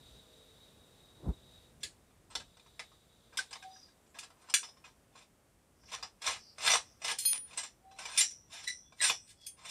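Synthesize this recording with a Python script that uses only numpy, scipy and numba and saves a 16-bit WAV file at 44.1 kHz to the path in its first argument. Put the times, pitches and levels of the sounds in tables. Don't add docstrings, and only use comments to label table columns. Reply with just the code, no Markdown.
import sys
import numpy as np
from scipy import signal
from scipy.fft import rfft, irfft, next_fast_len
from scipy.io import wavfile
from scipy.ndimage import uniform_filter1d
from numba import njit

SR = 44100
rng = np.random.default_rng(int(sys.argv[2]) if len(sys.argv) > 2 else 0)


def convert_level_to_amplitude(level_db):
    exponent = np.asarray(level_db, float) / 20
    return 10 ** exponent


def store_pcm(level_fs):
    pcm = np.round(np.clip(level_fs, -1, 1) * 32767).astype(np.int16)
    wavfile.write(sys.argv[1], SR, np.atleast_2d(pcm).T)


N = 427769


def evened(x):
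    return x / np.sqrt(np.mean(x ** 2) + 1e-20)


def spectrum_db(points, hz):
    f, value = np.transpose(points)
    return np.interp(np.log(hz + 1), np.log(f + 1), value)


def add(mix, s, sound):
    part = mix[..., round(s * SR):][..., :sound.shape[-1]]
    part += sound[..., :part.shape[-1]]


def coloured(x, db_at):
    size = next_fast_len(len(x))
    gain = convert_level_to_amplitude(db_at(np.fft.rfftfreq(size, 1 / SR)))
    return irfft(rfft(x, size) * gain, size)[:len(x)]


def resonate(x, hz, width):
    r = np.exp(-np.pi * width / SR)
    pole = signal.lfilter([np.sqrt(2 * (1 - r * r))], [1, -r * np.exp(2j * np.pi * hz / SR)], x)
    return pole.real


def smooth_noise(count, span):
    return uniform_filter1d(uniform_filter1d(rng.standard_normal(count), span), span)


def swell_db(t, on, off, rise_db_per_s, fall_db_per_s):
    return -rise_db_per_s * np.maximum(on - t, 0) - fall_db_per_s * np.maximum(t - off, 0)


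def air():
    # (frequency_hz, density_db)
    air_spectrum = [(15, -29.5), (25, 0.5), (71, 0.5), (193, -4.5), (400, -8.5), (615, -10), (946, -14.5),
                    (1310, -16.5), (1580, -18), (3440, -23.5), (4050, -25.5), (7120, -24), (8370, -21.5),
                    (15500, -32.5)]
    # (time_s, town_hiss_db, wind_db)
    air_levels = [(0, -65.5, -60.5), (.35, -66, -68.5), (1.698, -67, -65), (2.5, -70, -68),
                  (4.502, -68, -74), (5.6, -70.5, -70), (7.299, -68.5, -70), (8.499, -72, -69.5),
                  (9.7, -73.5, -70)]
    t = np.arange(N) / SR
    s, hiss_db, wind_db = np.transpose(air_levels)

    def wind_share_db(hz):
        return -10 * np.log10(1 + (hz / 220) ** 4)

    def hiss_share_db(hz):
        return 10 * np.log10(1 - convert_level_to_amplitude(2 * wind_share_db(hz)) + 1e-9)

    hiss = coloured(rng.standard_normal(N), lambda hz: spectrum_db(air_spectrum, hz) + hiss_share_db(hz))
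    wind = coloured(rng.standard_normal(N), lambda hz: spectrum_db(air_spectrum, hz) + wind_share_db(hz))
    lumps = evened(smooth_noise(N, 2500))
    hiss = evened(hiss) * convert_level_to_amplitude(np.interp(t, s, hiss_db) - 0.5)
    return hiss + evened(wind) * convert_level_to_amplitude(np.interp(t, s, wind_db) + 1.4 * lumps)


def far_tones():
    # (pitch_hz, level_db)
    horn_tones = [(441.4, -78.5), (500.6, -77), (565.2, -91), (624.5, -80)]
    # (time_s, gain_db)
    horn_swell = [(0, -3), (.35, 6), (.95, -2), (1.6, 0), (1.9, -8)]
    # (start_s, end_s, pitch_hz, level_db)
    on, off, late_hz, late_db = (3, 3.5, 464.5, -79)
    t = np.arange(N) / SR
    noise = rng.standard_normal(N)
    horn = np.zeros(N)
    for hz, db in horn_tones:
        horn += convert_level_to_amplitude(db) * (np.sin(2 * np.pi * hz * t) + 0.4 * resonate(noise, hz, 6.0))
    late = np.sin(2 * np.pi * late_hz * t) + 0.44 * resonate(noise, late_hz, 5.0)
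    late *= convert_level_to_amplitude(late_db + swell_db(t, on, off, 150, 150))
    return late + horn * convert_level_to_amplitude(np.interp(t, *np.transpose(horn_swell), right=-80))


def insect():
    # (frequency_hz, width_hz, level_db)
    song_bands = [(3795, 50, 7.5), (3566, 100, -2), (4370, 900, -4.5), (5900, 150, -14), (7200, 250, -8.5),
                  (8300, 300, -11.5)]
    # (time_s, level_db)
    song_levels = [(0, -67), (1.1, -72), (1.64, -68), (1.8, -90), (2.3, -87), (2.45, -67.5), (3.3, -71.5),
                   (3.65, -63.5), (3.9, -77), (4.2, -100)]
    second_phrase_s, main_band_drop_db = 2.1, -6.0
    t = np.arange(N) / SR
    noise = rng.standard_normal(N)
    song = sum(convert_level_to_amplitude(db) * resonate(noise, hz, width) for hz, width, db in song_bands[1:])
    hz, width, db = song_bands[0]
    song += convert_level_to_amplitude(db + main_band_drop_db * (t > second_phrase_s)) * resonate(noise, hz, width)
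    flutter_db = 1.5 * evened(uniform_filter1d(rng.standard_normal(N), 5000))
    return evened(song) * convert_level_to_amplitude(np.interp(t, *np.transpose(song_levels), right=-120) + flutter_db)


def buffet():
    puff_s, hold_s, low_db, upper_db = 1.2803, 0.018, -30, -46
    t = np.arange(-.12, .12, 1 / SR)
    db = swell_db(t, 0, hold_s, 548, 1107)
    low_spectrum = [(20, -11), (60, 8), (150, 0.0), (300, -9.0), (600, -58.5)]  # (frequency_hz, density_db)
    upper_spectrum = [(150, -25), (300, 3.5), (900, -10.5), (1400, -22), (3000, -45)]
    low = coloured(rng.standard_normal(len(t)), lambda hz: spectrum_db(low_spectrum, hz))
    upper = coloured(rng.standard_normal(len(t)), lambda hz: spectrum_db(upper_spectrum, hz))
    puff = evened(low) * convert_level_to_amplitude(low_db + db)
    puff += evened(upper) * convert_level_to_amplitude(upper_db + 0.4 * db)
    out = np.zeros(N)
    add(out, puff_s + t[0], puff)
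    return out


def thumps():
    # (start_s, level_db)
    dull_thumps = [(1.835, -54), (2.354, -47.5), (2.795, -65), (6.682, -58), (9.0, -60)]
    # (frequency_hz, density_db)
    thump_spectrum = [(40, -11), (70, 4.5), (150, -18.5), (280, -0.5), (500, -3.5), (900, -30.5)]
    t60_s, rise_s = 0.15, 0.006
    out, t = np.zeros(N), np.arange(SR // 6) / SR
    for s, db in dull_thumps:
        noise = rng.standard_normal(len(t))
        burst = evened(coloured(noise, lambda hz: spectrum_db(thump_spectrum, hz)))
        add(out, s, burst * convert_level_to_amplitude(db - 60 * t / t60_s) * np.clip(t / rise_s, 0, 1))
    return out


def ticks():
    # (centre_s, level_db)
    nail_ticks = [(5.951, -20), (7.1805, -36), (7.1895, -25), (7.2395, -35), (7.2525, -20), (7.3325, -13),
                  (7.359, -26), (7.379, -26)]
    tick_hz, bell_s = 4100, 0.00007
    out, t = np.zeros(N), np.arange(-40, 40) / SR
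    for s, db in nail_ticks:
        add(out, s + t[0], convert_level_to_amplitude(db) * np.exp(-(t / bell_s) ** 2) * np.sin(2 * np.pi * tick_hz * t))
    return out


def gliding(rows, rise_db_per_s, rough, grain, octave=0):
    out = np.zeros(N)
    reach_s = 0.18
    t = np.arange(-reach_s, reach_s, 1 / SR)
    for s, db, hz, glide, fade in rows:
        flutter = 1 - rough + rough * evened(smooth_noise(SR // 2, grain))[:len(t)]
        phase = 2 * np.pi * (hz * t + glide * t ** 2 / 2)
        level = convert_level_to_amplitude(db + swell_db(t, 0, 0, rise_db_per_s, fade)) * signal.windows.tukey(len(t), .3)
        add(out, s + t[0], np.sqrt(2) * (np.sin(phase) + octave * np.sin(2 * phase)) * flutter * level)
    return out


def rubs():
    # (loudest_s, level_db, pitch_hz, glide_hz_per_s, fade_db_per_s)
    slides = [(3.78, -64, 5700, -1500, 101), (3.86, -72.5, 4500, -2000, 200), (4.1, -73.5, 7400, 100, 300),
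              (5.87, -63.5, 5500, 1000, 200), (6.42, -58, 5300, -2000, 99), (6.5, -64, 4900, -1000, 200),
              (6.88, -64.5, 5600, 96.5, 101), (9.23, -67.5, 8300, 505, 60), (9.45, -61.5, 4900, -4000, 700)]
    return gliding(slides, rise_db_per_s=217, rough=1, grain=28)


def squeaks():
    # (loudest_s, level_db, pitch_hz, glide_hz_per_s, fade_db_per_s)
    thin_squeaks = [(3.74, -58, 4920, 102, 150), (3.84, -55, 4900, -1800, 280),
                    (6.49, -57, 4760, -300, 290), (7.942, -67, 3990, 501, 300), (8.87, -67, 3430, 100, 200),
                    (3.76, -58, 5800, -2500, 150), (9.466, -51, 3345, -500, 350)]
    return gliding(thin_squeaks, rise_db_per_s=298, rough=.35, grain=160)


def hoots():
    # (loudest_s, level_db, pitch_hz, glide_hz_per_s, fade_db_per_s)
    pipe_hoots = [(3.655, -46.5, 759, -20, 155), (7.86, -56.5, 765, 126.5, 47)]
    return gliding(pipe_hoots, rise_db_per_s=604, rough=.13, grain=180)


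def squeals():
    # (loudest_s, level_db, pitch_hz, glide_hz_per_s, fade_db_per_s)
    thread_squeals = [(8.679, -29, 1979, 300, 466), (9.006, -32.5, 1963, -600, 180)]
    return gliding(thread_squeals, rise_db_per_s=2404, rough=.4, grain=120, octave=convert_level_to_amplitude(-0.7))


def nut():
    # (pitch_hz, level_db, t60_s before the blow's factor, loss_db per unit of grip)
    nut_modes = [(2516, -13.5, 0.41, 19), (3253, -18.5, 0.35, -3), (4234, -6.5, 0.17, -7),
                 (4970, -9.5, 0.25, 14), (6380, 8, 0.45, 37), (9600, -6, 0.74, 8.5), (9600, -11.5, .3, 8),
                 (10700, -30, 0.34, 2.5), (11870, 4.5, 0.26, 26.5), (14510, -21, .2, 4),
                 (14740, -23, 0.16, 11.5)]
    # (start_s, level_db, tilt_db_per_octave, rise_s, t60_factor)
    blows = [(7.187, -32, 1, .002, 4.2), (7.252, -12.5, 2.5, 0.007, 0.91), (9.463, -34, 2.5, 0.0046, 0.34)]
    # (time_s, grip)
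    finger_grip = [(7.33, 0.84), (7.342, 1.53), (7.44, 1.25), (7.49, 3.1), (7.8, 8), (9.4, 0.49)]
    least_loss_db = 6
    out, t = np.zeros(N), np.arange(SR // 3) / SR
    for s, blow_db, tilt_db, rise, t60_factor in blows:
        held = np.maximum.accumulate(np.interp(t + s, *np.transpose(finger_grip)))
        wobbles = evened(np.array([smooth_noise(len(t), 300) for _ in nut_modes]))
        for (hz, db, t60, loss_db), wobble in zip(nut_modes, wobbles):
            level_db = blow_db + db + tilt_db * np.log2(hz / 9620)
            level_db = level_db - 60 * t / (t60_factor * t60) - max(loss_db, least_loss_db) * held
            level_db += 3 * np.tanh(wobble)
            add(out, s, convert_level_to_amplitude(level_db) * np.clip(t / rise, 0, 1) * np.sin(2 * np.pi * hz * t))
    return out


def shares(hz):
    # (frequency_hz, low_share, middle_share, high_share)
    coupling = [(1080, 0.97, 0, 0), (1840, 0.063, 0.59, 0), (3850, 0.16, 0.86, 0.22),
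                (9800, 0, 0.049, 0.64)]
    f, *bands = np.transpose(coupling)
    return np.array([np.interp(np.log(hz + 1), np.log(f), band) for band in bands])


def band_gains(db, edge_db, bright_db):
    return convert_level_to_amplitude([db + edge_db - 1.02 * bright_db, db, db + edge_db + 0.6787 * bright_db])


def contact(modes_hz):
    # (start_s, level_db, brightness_db, chatter_t60_s, favoured_mode_hz)
    knocks = [(1.803, -51, 7, 0.32, 5920), (1.8315, -27, 10.5, 0.06, 3420), (2.099, -59, -16, 0.05, 2520),
              (2.301, -46, -10, 0.25, 8260), (2.352, -20.5, -5, 0.022, 2120), (2.4, -36, -6, 0.045, 1620),
              (2.569, -41.5, -12, 0.016, 3760), (2.595, -42.5, -8, 0.023, 3750),
              (2.661, -47, -11, 0.03, 1620), (2.7929, -29.5, -6.5, 0.054, 2980),
              (2.916, -49.5, -19, 0.022, 3820), (3.3247, -50.5, -15, 0.25, 1680),
              (3.372, -20.5, 5.5, 0.03, 4940), (3.387, -25.5, -1, 0.077, 1555),
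              (3.508, -37.5, -7, 0.053, 8400), (3.529, -28, -2, 0.021, 5000), (3.554, -36, -9, 0.039, 4760),
              (3.624, -37.5, -3, 0.056, 1670), (3.759, -47.5, -20, 0.013, 1630),
              (3.883, -52, -15, 0.023, 1630), (4.064, -49, -8, .016, 2920), (4.143, -46, -9.5, 0.25, 1680),
              (4.1871, -27.5, 13, 0.024, 2570), (4.302, -44.5, -12.5, 0.027, 8840),
              (4.417, -47, 4, 0.025, 8600), (4.458, -54, 3, 0.033, 1580), (4.498, -30, -1, 0.023, 4970),
              (4.5393, -13, 16.5, 0.026, 4900), (4.629, -33.5, -4, 0.078, 5130),
              (4.686, -41.5, -8, 0.024, 5120), (4.7684, -50, -13, 0.04, 5460), (4.84, -43, -8, 0.17, 2720),
              (5.153, -49, -20, 0.027, 1680), (5.833, -48, -13, 0.025, 1630),
              (6.026, -30.5, -7.5, 0.081, 4900), (6.218, -30, 2, 0.038, 5300),
              (6.5821, -29, -9.5, 0.011, 5020), (6.675, -17, 3.5, 0.03, 1580),
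              (6.701, -14.5, -1.5, 0.019, 2700), (6.715, -20.5, 19, 0.01, 5870),
              (6.754, -21.5, -8, .014, 5900), (7.017, -35, -10.5, 0.027, 5740),
              (7.045, -26.5, -2, 0.013, 5600), (7.185, -35, 36.5, 0.058, 10000),
              (7.535, -51, 8, 0.033, 8330), (7.574, -25.5, 1.5, 0.12, 8440), (7.631, -33, -1, 0.13, 7600),
              (7.911, -43.5, -9, 0.039, 1750), (8.053, -30.5, -2, 0.027, 2350),
              (8.175, -20.5, 15, 0.15, 9700), (8.206, -16, 9.5, 0.05, 6800), (8.308, -40, 12, 0.036, 7430),
              (8.534, -46, 4, 0.043, 5920), (8.675, -34.5, 19.5, 0.064, 5840), (8.718, -44, 5, 0.029, 5900),
              (8.922, -43.5, -11, 0.023, 2270), (9.097, -15.5, 2, 0.018, 2400),
              (9.466, -35, 28, .013, 4840)]
    # (bite_s, let_go_s, bite_level_db, end_level_db, brightness_db)
    twists = [(3.655, 3.752, -81, -79, -13), (3.805, 3.86, -83, -78, -2), (4.221, 4.228, -53, -48, -2),
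              (4.384, 4.502, -74.5, -64.5, -13), (5.16, 5.22, -61, -56, -5), (5.876, 5.934, -62.5, -37, -2),
              (5.987, 6.022, -53.5, -73, -12), (6.262, 6.286, -29, -30.5, -3),
              (6.314, 6.375, -39.5, -53, -3.5), (6.622, 6.75, -35, -28, -1.5),
              (7.055, 7.112, -35, -33.5, -1), (7.209, 7.315, -57, -58.5, 21.5),
              (7.346, 7.357, -45, -51.5, -1), (7.484, 7.587, -58.5, -54, -5),
              (7.997, 8.157, -46.5, -48.5, -4.5), (8.181, 8.189, -37.5, -30.5, 9),
              (8.53, 8.641, -45.5, -56, 0), (8.682, 8.667, -56, -40, 12.5), (9.03, 9.084, -29, -36, 5.5),
              (9.274, 9.305, -69, -64, 19), (9.37, 9.45, -81, -69.5, 17.5), (9.584, 9.671, -66, -55.5, -7),
              (9.679, 9.7, -46.5, -42, 7)]
    force, felt = np.zeros((3, N)), np.zeros((N, len(modes_hz)), np.float32).T
    reach = shares(modes_hz)
    catch_db = 4.5 * evened(uniform_filter1d(rng.standard_normal(N + SR), 250))
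    catch_db += 2 * evened(uniform_filter1d(rng.standard_normal(N + SR), 70))
    for on, off, on_db, off_db, bright_db in twists:
        t = np.arange(on - .08, off + .08, 1 / SR)
        db = np.interp(t, [on, off], [on_db, off_db]) + swell_db(t, on, off, 652.5, 750.5)
        bands = band_gains(db + catch_db[(t * SR).astype(int)], -8.5, bright_db)
        add(force, t[0], bands)
        add(felt, t[0], reach.T @ bands)
    t = np.arange(SR // 8) / SR
    for s, db, bright_db, t60, spot_hz in knocks:
        rise_s = 0.00023 * convert_level_to_amplitude(-.6 * (db + 9.5))
        first_spike = 1 + 4.35 * np.exp(-t / 0.001)
        shape = convert_level_to_amplitude(-60 * t / t60) * first_spike * (1 - np.exp(-t / rise_s))
        bands = band_gains(db - 6.5, -9, bright_db)
        spot = convert_level_to_amplitude(15.5 * np.exp(-(np.log(modes_hz / spot_hz) / 0.07) ** 2))
        add(force, s, np.outer(bands, shape))
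        add(felt, s, np.outer(bands @ reach * spot, shape))
    bump_power = convert_level_to_amplitude(3.5 * np.minimum(rng.exponential(1, N), 5)) ** 2
    bumps = np.sqrt(uniform_filter1d(bump_power, 30))
    grit = evened(bumps * rng.standard_normal(N))
    return force * grit, felt.T, grit


def swarm(count=15):
    low_hz, high_hz, mean_db, mean_t60_s = 5200, 5960, -9, .75
    place, size, ring_for = rng.random((3, count))
    hz = low_hz + (high_hz - low_hz) * (np.arange(count) + place) / count
    return np.transpose([hz, mean_db + 6 * (size - .5), mean_t60_s * (.5 + ring_for)])


@njit
def ring(felt, grit, gain, turn, hold, step):
    out, z = np.zeros(len(grit)), np.zeros(turn.shape[1], np.complex128)
    for n in range(len(out)):
        for k in range(len(z)):
            z[k] = z[k] * turn[n // step, k] * hold[n] + felt[n, k] * grit[n] * gain[n // step, k]
            out[n] += z[k].imag
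    return out


def dense_modes(force):
    # (frequency_hz, density_db)
    dense_spectrum = [(150, -61), (250, -35.5), (978, 3), (1080, -13.5), (1310, -20.5), (1640, 4),
                      (4240, -4), (5690, -5), (6420, -8), (7250, -4), (9230, -7.5), (15500, -31.5)]
    # (frequency_hz, t60_s)
    dense_decay = [(400, 0.15), (2000, 0.13), (5500, 0.16), (9000, 0.18), (14000, 0.06)]
    hz, t, z = signal.stft(rng.standard_normal((3, SR // 3)), SR, nperseg=128)
    decay_db = spectrum_db(dense_spectrum, hz)[:, None] - 60 * t / spectrum_db(dense_decay, hz)[:, None]
    z = z * convert_level_to_amplitude(decay_db) * shares(hz)[:, :, None]
    body = signal.istft(z, SR, nperseg=128)[1]
    body /= np.linalg.norm(body, axis=1, keepdims=True)
    return signal.oaconvolve(force, body, axes=1)[:, :N].sum(0)


def pipe():
    # (pitch_hz, level_db, t60_s)
    pipe_modes = [(655, 0.5, 0.3), (828, -5, 0.065), (1073, 1, 0.2), (1525, -2, 0.3), (1630, -1, 0.28),
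                  (2010, -25.5, 0.039), (2327, -4.5, 0.39), (2505, 0, 0.047), (3320, -17, 0.14),
                  (3420, -7.5, .15), (3575, -3, .17), (3700, -19.5, .15), (5470, -19.5, 0.29),
                  (4926, -5.5, 0.09), (5120, -7, 0.36), (4900, -13, 0.21), (5730, -18, .3), (5830, 0.5, .9),
                  (5690, -19.5, .45), (6060, -5.5, .9), (5660, -14.5, 0.5), (6080, -7, 0.55),
                  (5920, -4.5, 0.6), (6674, -17.5, 0.4), (6310, -9.5, 0.14), (6760, -14.5, 0.17),
                  (7120, -3, 0.06), (7340, 3, 0.17), (8200, 5, 0.066), (8890, 7, 0.27), (9360, 1.5, 0.096),
                  (11380, -36, .1), (11100, -17, 0.24), (11500, -13, 0.061)]
    # (time_s, added_width_hz)
    hand_damping = [(3.2, 25), (3.35, 13), (4.4, 11), (4.55, 4.8), (5.0, 4), (5.5, 10), (7.1, 9.2),
                    (8.1, 2.5), (8.7, .6), (9.15, 1.25), (9.32, 8.8)]
    # (frequency_hz, gain_db)
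    rasp_spectrum = [(600, -40), (2000, -4.5), (5000, -6), (11000, 4.5), (15500, -11)]
    modes_db, rasp_db, dense_db, step = -13.0, -13.5, -5.5, 1500
    hz, db, t60 = np.vstack([pipe_modes, swarm()]).T
    force, felt, grit = contact(hz)
    t60 = np.minimum(t60, (hz / 8500) ** 1.5)
    r = convert_level_to_amplitude(-60 / (t60 * SR))
    added_width = np.interp(np.arange(N) / SR, *np.transpose(hand_damping))
    hold = np.exp(-np.pi * added_width / SR)
    signs = (-1) ** np.arange(len(hz))
    gain = convert_level_to_amplitude(db + modes_db) * np.sqrt(2 * (1 - r * r)) * signs
    gain = gain * convert_level_to_amplitude(3 * rng.standard_normal((N // step + 1, len(hz))))
    rocked_hz = hz * (1 + .002 * rng.standard_normal(gain.shape))
    out = ring(felt, grit, gain, r * np.exp(2j * np.pi * rocked_hz / SR), hold, step)
    out = signal.sosfilt(signal.butter(2, 600, "high", fs=SR, output="sos"), out)
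    out += convert_level_to_amplitude(rasp_db) * coloured(force[2], lambda f: spectrum_db(rasp_spectrum, f))
    return out + convert_level_to_amplitude(dense_db) * dense_modes(force)


def terrace(x):
    t60_s, echo_db = 0.32, -24.0
    t = np.arange(SR // 4) / SR
    tail = rng.standard_normal(len(t)) * convert_level_to_amplitude(-60 * t / t60_s) * (t > .002)
    return x + convert_level_to_amplitude(echo_db) * signal.oaconvolve(x, tail / np.linalg.norm(tail))[:N]


def scene():
    background = air() + far_tones() + insect() + buffet()
    friction = rubs() + squeaks() + hoots() + squeals()
    handled = terrace(friction + nut() + pipe())
    return (background + thumps() + ticks() + handled)[None]


def band_limit(x):
    return signal.sosfilt(signal.butter(12, 15690, fs=SR, output="sos"), x)


def record(dry):
    cut = signal.sosfilt(signal.butter(4, 42, "high", fs=SR, output="sos"), dry)
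    cut = signal.oaconvolve(cut, signal.firwin(255, 15650, fs=SR)[None], "same")
    return band_limit(cut)


dry = scene()
out = record(dry)
store_pcm(out)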